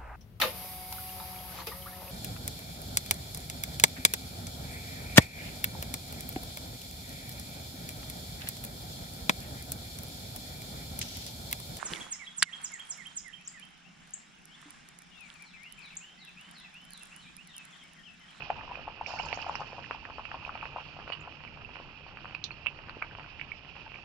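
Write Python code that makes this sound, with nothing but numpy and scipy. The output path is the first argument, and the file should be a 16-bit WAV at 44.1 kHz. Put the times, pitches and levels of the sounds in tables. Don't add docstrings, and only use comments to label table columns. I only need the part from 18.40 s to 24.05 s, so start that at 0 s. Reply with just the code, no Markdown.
import sys
import numpy as np
from scipy import signal
from scipy.fft import rfft, irfft, next_fast_len
from scipy.io import wavfile

SR = 44100
rng = np.random.default_rng(int(sys.argv[2]) if len(sys.argv) > 2 else 0)


def wav_record(signal):
    frames = np.transpose(np.atleast_2d(signal))
    bounded = np.clip(frames, -1, 1)
    quanta = np.round(bounded * 32767).astype(np.int16)
    wavfile.write(sys.argv[1], SR, quanta)


N = 249022
SIZE = next_fast_len(N + SR // 4)
HZ = np.maximum(np.fft.rfftfreq(SIZE, 1 / SR), 1)
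CALM_DB = -55

# (time [s], level [dB], pitch [Hz], nominal width [ms], film snap against the pop [dB])
POPS = [(0.023, -31, 2540, 3.5, -11), (0.1031, -18, 763, 3.74, -7), (0.192, -35, 880, 4.7, -23),
        (0.236, -37, 890, 2.4, -14), (0.2792, -36, 970, 3.3, -3), (0.2974, -37, 950, 3.4, -18),
        (.308, -38, 980, 5.6, -9), (0.3138, -32.5, 820, 2.2, -24), (0.3187, -33.5, 930, 3.4, -22),
        (0.3555, -37, 2484, 7.4, 6.5), (0.375, -36, 674, 2.5, -12), (0.3937, -33.5, 720, 1.6, -15),
        (0.4726, -37, 980, 2.25, -10), (0.4792, -27, 810, 2.77, -27), (0.4862, -30, 900, 1.94, -13),
        (0.613, -23, 864, 3.76, -22), (0.663, -27, 2450, 2.5, -23), (0.6744, -38.5, 710, 2.1, -8),
        (0.7058, -37, 840, 2.64, -13), (.7392, -27.5, 775, 3.4, -20), (.7615, -35.5, 846, 5.5, -16),
        (.7895, -33, 2260, 4, -8), (0.7997, -24.5, 794, 4.68, -5), (.888, -35, 2660, 3.7, -5),
        (0.9288, -19.5, 2380, 1.13, -12), (0.9295, -24.5, 704, 2.2, -24), (.975, -27, 703, 2.4, -19),
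        (1.0262, -30, 2780, 1.66, -11), (1.0452, -32, 1000, 2, -12), (1.0669, -28.5, 770, 5.5, -10),
        (1.0874, -29, 820, 2.2, -18), (1.096, -20, 930, 2.1, -19), (1.1542, -31, 870, 2.13, 10.5),
        (1.2066, -27.5, 925, 1.7, -13), (1.2161, -27, 820, 1.65, -12), (1.2202, -29, 1140, 1.7, -14),
        (1.331, -31.5, 680, 1.75, -6), (1.3834, -29.5, 855, 2.07, -20), (1.3914, -30.5, 780, 1.44, -20),
        (1.443, -33.5, 1800, 1.53, -8), (1.5104, -20, 970, 1.42, -1.5), (1.548, -32.5, 870, 2.9, -23),
        (1.6528, -29, 1780, 1.33, -3), (1.6896, -36.5, 890, 0.9, -14), (1.7, -34, 830, 1.2, -15),
        (1.784, -25.5, 980, 0.8, -15), (1.7956, -29.5, 985, 2.6, -22), (1.854, -28.5, 2570, 2.1, -3),
        (1.916, -31.5, 1310, 2.3, 4.5), (1.944, -26.5, 930, 2.1, -27), (1.951, -33.5, 860, 3, -25),
        (2.0513, -29, 2580, 2.7, -14), (2.0646, -33, 840, 1.64, -24), (2.0783, -30, 835, 2.3, -19),
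        (2.0939, -26, 1230, 2.05, -21.5), (2.1542, -31, 840, 3.3, 1), (2.1762, -31.5, 2460, 0.92, -6),
        (2.2122, -34.5, 2540, 2, -17), (2.228, -29, 1230, 1.65, -8), (2.2315, -31.5, 940, 2.45, -20),
        (2.2548, -37, 790, 1.5, 12), (2.3623, -24.5, 810, 2.5, -23.5), (2.3854, -29.5, 910, 2.45, -17),
        (2.567, -36.5, 780, 2.15, -21.5), (2.5903, -33, 760, 2.55, -15), (2.6714, -44, 1290, 2.4, -14.5),
        (2.6776, -36, 610, 2, 6.5), (2.7018, -28, 643, 2.75, 1.5), (2.7223, -27, 2570, 1.4, -5.5),
        (2.7248, -32.5, 2890, 4.5, 2), (2.731, -31, 2950, 1.8, -9), (2.734, -29.5, 2850, 3, -3),
        (2.742, -42, 2980, 3.7, -4), (2.752, -41, 2960, 2.7, 3.5), (2.8757, -33.5, 806, 1.65, -14),
        (3.077, -37.5, 2300, 2.6, -16), (3.1741, -36.5, 980, 1.5, -13), (3.2492, -38, 2690, 4.3, -9),
        (3.2924, -35.5, 800, 1.15, -14), (3.357, -38.5, 2420, 2.9, 8.5), (3.401, -34, 680, 1.14, -21),
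        (3.6657, -37, 856, 1.9, -8), (3.7719, -38, 1410, 0.95, 5.5), (3.789, -41, 1330, 1.3, -20),
        (3.8459, -32, 960, 1.43, -12), (3.8558, -35.5, 1150, 1.46, 5.5), (3.9497, -26, 2550, 2.47, -3),
        (4.0406, -21, 3920, 1.07, -23), (4.1078, -34, 2560, 2.5, 1.5), (4.1155, -39.5, 2450, 4.3, -11),
        (4.2616, -34.5, 1040, 2.5, -12), (4.262, -25.5, 2670, 2.44, 1), (4.2691, -15.5, 2630, 1.8, -13),
        (4.2795, -38, 2570, 2.4, -20), (4.2836, -42, 2720, 3.5, -20), (4.3892, -41, 880, 1.3, 10.5),
        (4.483, -40, 1200, 0.94, -20), (4.4864, -35, 1300, 0.96, -17), (4.4955, -36.5, 1200, 1.35, 7),
        (4.57, -34, 340, 2.3, -29), (4.623, -22.5, 1340, 1.47, -13), (4.6246, -23, 2280, 2, -8),
        (4.6195, -34, 1500, 3, -20), (4.713, -39, 1600, 2.7, -17), (4.7512, -37.5, 2830, 2.3, 6),
        (4.7862, -33, 850, 1.75, -11), (4.796, -35.5, 2170, 0.85, 4), (4.8047, -39, 910, 1.9, -14),
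        (4.844, -41.5, 1490, 3.8, -36), (4.997, -28.5, 2180, 1, -29), (5.014, -23.5, 2420, 1.53, -10.5),
        (5.119, -27.5, 2280, 3.1, -12.5), (5.5435, -35, 2380, 2.5, -5), (5.5588, -34, 2440, 3, -4)]
# (frequency [Hz], level [dB])
LEFT_PORT = [(40, 2), (150, -6), (220, -6), (400, -6.5), (900, -2), (1350, -1), (2050, -16.5),
             (2900, -19.5), (4300, -33.5), (5500, -37), (6000, -53.5), (6500, -36.5), (7100, -41.5),
             (7600, -44.5)]
RIGHT_PORT = [(40, 2.5), (150, -6), (400, -4.5), (850, -4.5), (1150, -4.5), (2000, -2.5), (2250, -4),
              (2450, 6), (2750, 4), (3050, -3), (3600, -19.5), (5300, -20.5), (6600, -41), (7100, -35.5),
              (7600, -59.5)]


def fry():
    swing_db = vigour(np.arange(N) / SR)

    bubbling = [bubbles(crackle(700.0, 2.9, 3.5), 500, 1700, sharpness=9.0) for side in range(2)]
    plop_gain = from_db(2 + 0.81 * swing_db)
    bubbling = [x + plop_gain * resonance(x, 880, width_hz=90) for x in bubbling]
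    fizz = [bubbles(crackle(2000.0, 3.5, 4.3), 1400, 5500, sharpness=2.4) for side in range(2)]
    hiss = [pan_wall(band(crackle(12000.0, 1.9, 4.3), 3084, 8300), ring_db=4.0) for side in range(2)]
    whistles = [bubbles(crackle(250.0, 3.2, 4.0), 2250, 3200, sharpness=40.0) for side in range(2)]

    layers = [
        (bubbling, from_db(CALM_DB + swing_db) + froth(below_db=23.0, after_s=0.013)),
        (fizz, from_db(-62 + 0.11 * swing_db)),
        (hiss, from_db(-53.5 + 0.68 * swing_db)),
        (whistles, from_db(-59 + 0.4 * swing_db)),
    ]
    return sum(gain * rms_one(ports(spread(*pair))) for pair, gain in layers)


def vigour(s):
    # (time [s], level [dB])
    vigour_curve = [(0, -49), (.09, -54.5), (.17, -50.5), (.45, -55.5), (.61, -58), (.71, -48),
                    (.97, -46.5), (1.27, -53), (1.6, -56), (2.23, -54), (2.89, -57.5), (3.66, -59),
                    (4.75, -58), (5.65, -58.5)]
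    return np.interp(s, *np.transpose(vigour_curve)) - CALM_DB


def froth(below_db, after_s):
    swarm = np.zeros(N)
    for s, peak_db, hz, *rest in POPS:
        if hz < 1800:
            swarm[round(s * SR)] += from_db(peak_db - below_db)
    r = np.exp(-1 / (after_s * SR))
    return signal.lfilter([1], [1, -r], swarm + 1e-18)


def bubbles(clicks, low_hz, high_hz, sharpness):
    dealt = rng.integers(0, 12, N)
    return sum(resonance(clicks * (dealt == k), hz, hz / sharpness)
               for k, hz in enumerate(np.geomspace(low_hz, high_hz, 12)))


def crackle(per_s, uneven_db, clump_db):
    sizes = from_db(uneven_db * np.minimum(rng.exponential(1, N), 5)) * rng.choice([-1, 1], N)
    chance = per_s * from_db(clump_db * drift(15)) / SR
    return rms_one(sizes * (rng.random(N) < chance))


def pan_wall(x, ring_db):
    # (pitch [Hz], width [Hz], level before flicker and ring_db [dB])
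    wall_modes = [(3640, 19, -1.5), (3990, 9.8, -8.5), (4300, 13, -4), (4510, 28, 1), (4980, 66, -6.5),
                  (5500, 41, -6), (5900, 8.6, 0)]
    flicker_db = 4
    ring = sum(from_db(db + flicker_db * drift(2.3)) * resonance(x, hz, width)
               for hz, width, db in wall_modes)
    return x + from_db(ring_db) * ring


def pops():
    rings, snaps = np.zeros((2, N + SR)), np.zeros(N)
    t = np.arange(SR // 20) / SR
    for s, peak_db, hz, width_ms, snap_db in [*POPS, *faint_pops()]:
        cycles = max(width_ms / 1000 * hz, .7)
        at = max(round((s - cycles / hz / 1.762) * SR), 0)
        rings[:, at:at + len(t)] += from_db(peak_db) * port_balance(hz) * burst(hz, cycles, t)
        snaps[round(s * SR)] = from_db(peak_db + snap_db)
    return rings[:, :N] + band(snap(snaps, 660, 2600), 250, 4500)


def faint_pops():
    count = 50
    when, size, pitch = rng.random((count, 3)).T
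    s = when * (N - 1) / SR
    level_db = -47 + 0.91 * vigour(s) + 2 * (2 * size - 1)
    hz = 880 * 2 ** (0.18 * (2 * pitch - 1))
    width_ms, snap_db = np.full(count, 1.86), np.full(count, -9.0)
    return np.transpose([s, level_db, hz, width_ms, snap_db])


def burst(hz, cycles, t):
    x = t * hz * 2.01 / cycles
    swell = (x * np.exp(1 - x)) ** 2
    return swell * np.sin(2 * np.pi * hz * t * (1 + 0.0012 * x))


def snap(clicks, low_hz, high_hz):
    unit = band(ports([[1.], [1.]]), low_hz, high_hz).mean(axis=0)
    return band(ports([clicks, clicks]), low_hz, high_hz) / np.abs(unit).max()


def plunge():
    full_s, rise_s, level_db, fade_db_per_s = 0.668, 0.013, -51.5, 24.5
    since = np.arange(N) / SR - full_s
    rise = np.clip(1 + since / rise_s, 0, 1) ** 2
    gain = rise * from_db(level_db - fade_db_per_s * np.maximum(since, 0))
    steam = [pan_wall(bubbles(crackle(2500.0, 2.6, 3.0), 4000, 7900, sharpness=30.0), ring_db=9.0)
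             for side in range(2)]
    steam = signal.lfilter([1, -2, 1], [1], steam)
    return gain * rms_one(ports(spread(*steam)))


def spits():
    # (time [s], level before the fade [dB], centre [Hz], width [octaves], fall by 60 dB [ms])
    droplets = [(0.664, -50, 5480, .08, 110), (.668, -58, 3700, .08, 90), (0.696, -53, 5100, 0.12, 60),
                (.789, -46, 5400, 0.2, 35), (0.826, -48, 4980, 0.08, 60), (.856, -45, 5220, 0.19, 26),
                (0.855, -48.5, 6800, 0.28, 28), (.885, -49.5, 5350, 0.26, 28), (0.931, -35, 4510, 0.13, 20),
                (0.943, -39.5, 5800, 0.25, 16), (0.954, -48, 6040, 0.2, 34), (1.015, -47, 4960, 0.23, 43),
                (1.026, -52, 3750, 0.45, 14), (1.051, -58, 5040, 0.11, 36), (1.088, -51, 5600, .6, 20),
                (1.153, -37, 5260, 0.17, 24), (1.201, -50, 5000, 0.63, 21), (1.271, -58, 5500, .2, 20.2),
                (2.701, -46, 4280, 0.35, 13), (2.721, -50.5, 4230, .3, 41), (2.73, -46.5, 4350, 0.33, 25),
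                (2.805, -55, 7300, 0.28, 28), (3.948, -45.5, 4430, 0.28, 27), (4.0403, -37, 3930, 0.61, 61),
                (4.0405, -32.5, 5600, 0.28, 13), (4.112, -50, 4350, 0.08, 55),
                (4.494, -42.5, 4000, 0.42, 13)]
    out, t = np.zeros((2, N + SR)), np.arange(SR // 8) / SR
    for s, level_db, hz, width_oct, t60_ms in droplets:
        noise = rng.standard_normal((2, len(t)))
        edge = 2 ** (np.clip(width_oct, .05, 1) / 2)
        narrow = band(noise, hz / edge, hz * edge)
        steam = rms_one(band(narrow, hz / edge ** 2, hz * edge ** 2))
        fade = (1 - np.exp(-t / .001)) * from_db(-60000 * t / max(t60_ms, 8))
        at = round(s * SR)
        out[:, at:at + len(t)] += from_db(level_db) * port_balance(hz) * steam * fade
    return pan_wall(out[:, :N], ring_db=-5)


def ticks():
    # (time [s], level [dB])
    crust_ticks = [(.006, -28), (0.037, -37), (2.814, -38.5), (2.85, -36), (2.924, -36), (3.0378, -30.5),
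                   (3.05, -31.5), (3.137, -44), (3.146, -47), (3.307, -49), (3.368, -31), (3.414, -41.5),
                   (4.833, -38.5), (4.891, -46), (5.209, -41.5), (5.355, -37), (5.366, -35.5), (5.372, -40),
                   (5.391, -40.5), (5.397, -40), (5.479, -35), (5.519, -33.5), (5.553, -34)]
    clicks = from_db(-71) * crackle(100.0, 3.3, 6.0)
    for s, peak_db in crust_ticks:
        clicks[round(s * SR)] = from_db(peak_db)
    return snap(clicks, 200, 6400)


def chirp():
    # (time [s], length [s], level before flutter [dB], start pitch [Hz], end pitch [Hz])
    rising_tones = [(.767, 0.025, -45.5, 1290, 1690), (0.787, 0.0227, -33.5, 2516, 3070)]
    out, flutter = np.zeros((2, N)), from_db(3 * drift(160.0))
    for s, length_s, db, from_hz, to_hz in rising_tones:
        x, at = np.linspace(0, 1, round(length_s * SR)), round(s * SR)
        hz = from_hz + (to_hz - from_hz) * x
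        tone = np.sin(np.pi * x) * np.sin(2 * np.pi * np.cumsum(hz) / SR)
        out[:, at:at + len(x)] += from_db(db) * port_balance(hz.mean()) * tone
    return out * flutter


def pan(x):
    t60_s, level_db, above_hz = .09, -6, 750
    t = np.arange(SR // 5) / SR
    echo = rng.standard_normal((2, len(t))) * from_db(-60 * t / t60_s) * (t > .002)
    echo /= np.sqrt(np.sum(echo ** 2, axis=1, keepdims=True))
    thinned = signal.lfilter(*signal.butter(1, above_hz, "high", fs=SR), x)
    return from_db(level_db) * signal.fftconvolve(thinned, echo, axes=1)[:, :N]


def rumble():
    # (pitch [Hz], width [Hz], level of the added ring [dB])
    room_modes = [(81, 13, -1), (107, 6, 4), (144.9, 10.3, 6.5)]
    air = ports(spread(*rng.standard_normal((2, N))))
    air = air + sum(from_db(db) * resonance(air, hz, width) for hz, width, db in room_modes)
    level_db = -53.5 + 0.23 * vigour(np.arange(N) / SR) + 1.2 * drift(6.0)
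    return from_db(level_db) * rms_one(band(air, 23, 330))


def port_responses():
    log_gains = [at_hz(port, HZ) * np.log(10) / 20 for port in (LEFT_PORT, RIGHT_PORT)]
    cepstra = np.array([irfft(log_gain, SIZE) for log_gain in log_gains])
    half = SIZE // 2 - 1
    fold = np.r_[1, np.full(half, 2), 1, np.zeros(half)]
    return np.exp(rfft(cepstra * fold))


def ports(x):
    return irfft(rfft(np.asarray(x), SIZE) * port_responses(), SIZE)[:, :N]


def port_balance(hz):
    gains = from_db([at_hz(LEFT_PORT, hz), at_hz(RIGHT_PORT, hz)])
    return gains[:, None] / gains.mean()


def spread(mid, side):
    # (frequency [Hz], left-right likeness [0 to 1])
    likeness = [(60, 0.48), (130, 0.98), (300, 0.77), (660, 0.93), (1460, 0.65), (3250, 0.62), (7230, 0.17)]
    alike = np.clip(at_hz(likeness, HZ), 0, 1)
    mid = np.sqrt(1 + alike) * rfft(mid, SIZE)
    side = np.sqrt(1 - alike) * rfft(side, SIZE)
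    return irfft(np.array([mid + side, mid - side]), SIZE)[:, :N]


def resonance(x, hz, width_hz):
    r = np.exp(-np.pi * width_hz / SR)
    feed = np.array([1, 0, -1]) * (1 - r * r) / 2
    return signal.lfilter(feed, [1, -2 * r * np.cos(2 * np.pi * hz / SR), r * r], x + 1e-18)


def band(x, low_hz, high_hz):
    return signal.sosfilt(signal.butter(2, [low_hz, high_hz], "band", fs=SR, output="sos"), x)


def drift(rate_hz):
    r = np.exp(-32 * np.pi * rate_hz / SR)
    noise = rng.standard_normal(N // 16 + 3002)
    slow = signal.lfilter([1], [1, -2 * r, r * r], noise)[3000:]
    return np.interp(np.arange(N) / 16, np.arange(len(slow)), rms_one(slow))


def at_hz(points, hz):
    table_hz, values = np.transpose(points)
    return np.interp(np.log(hz), np.log(table_hz), values)


def rms_one(x):
    return x / np.sqrt(np.mean(np.atleast_2d(x).mean(axis=0) ** 2) + 1e-20)


def from_db(db):
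    return 10 ** (np.asarray(db) / 20)


def scene():
    bursts = pops() + chirp() + spits() + ticks()
    return fry() + bursts + pan(bursts) + plunge() + rumble()


def record(dry):
    cut = signal.sosfilt(signal.cheby2(20, 70, 8100, fs=SR, output="sos"), dry)
    return cut + from_db(-101) * rng.standard_normal(dry.shape)


dry = scene()
out = record(dry)
wav_record(out)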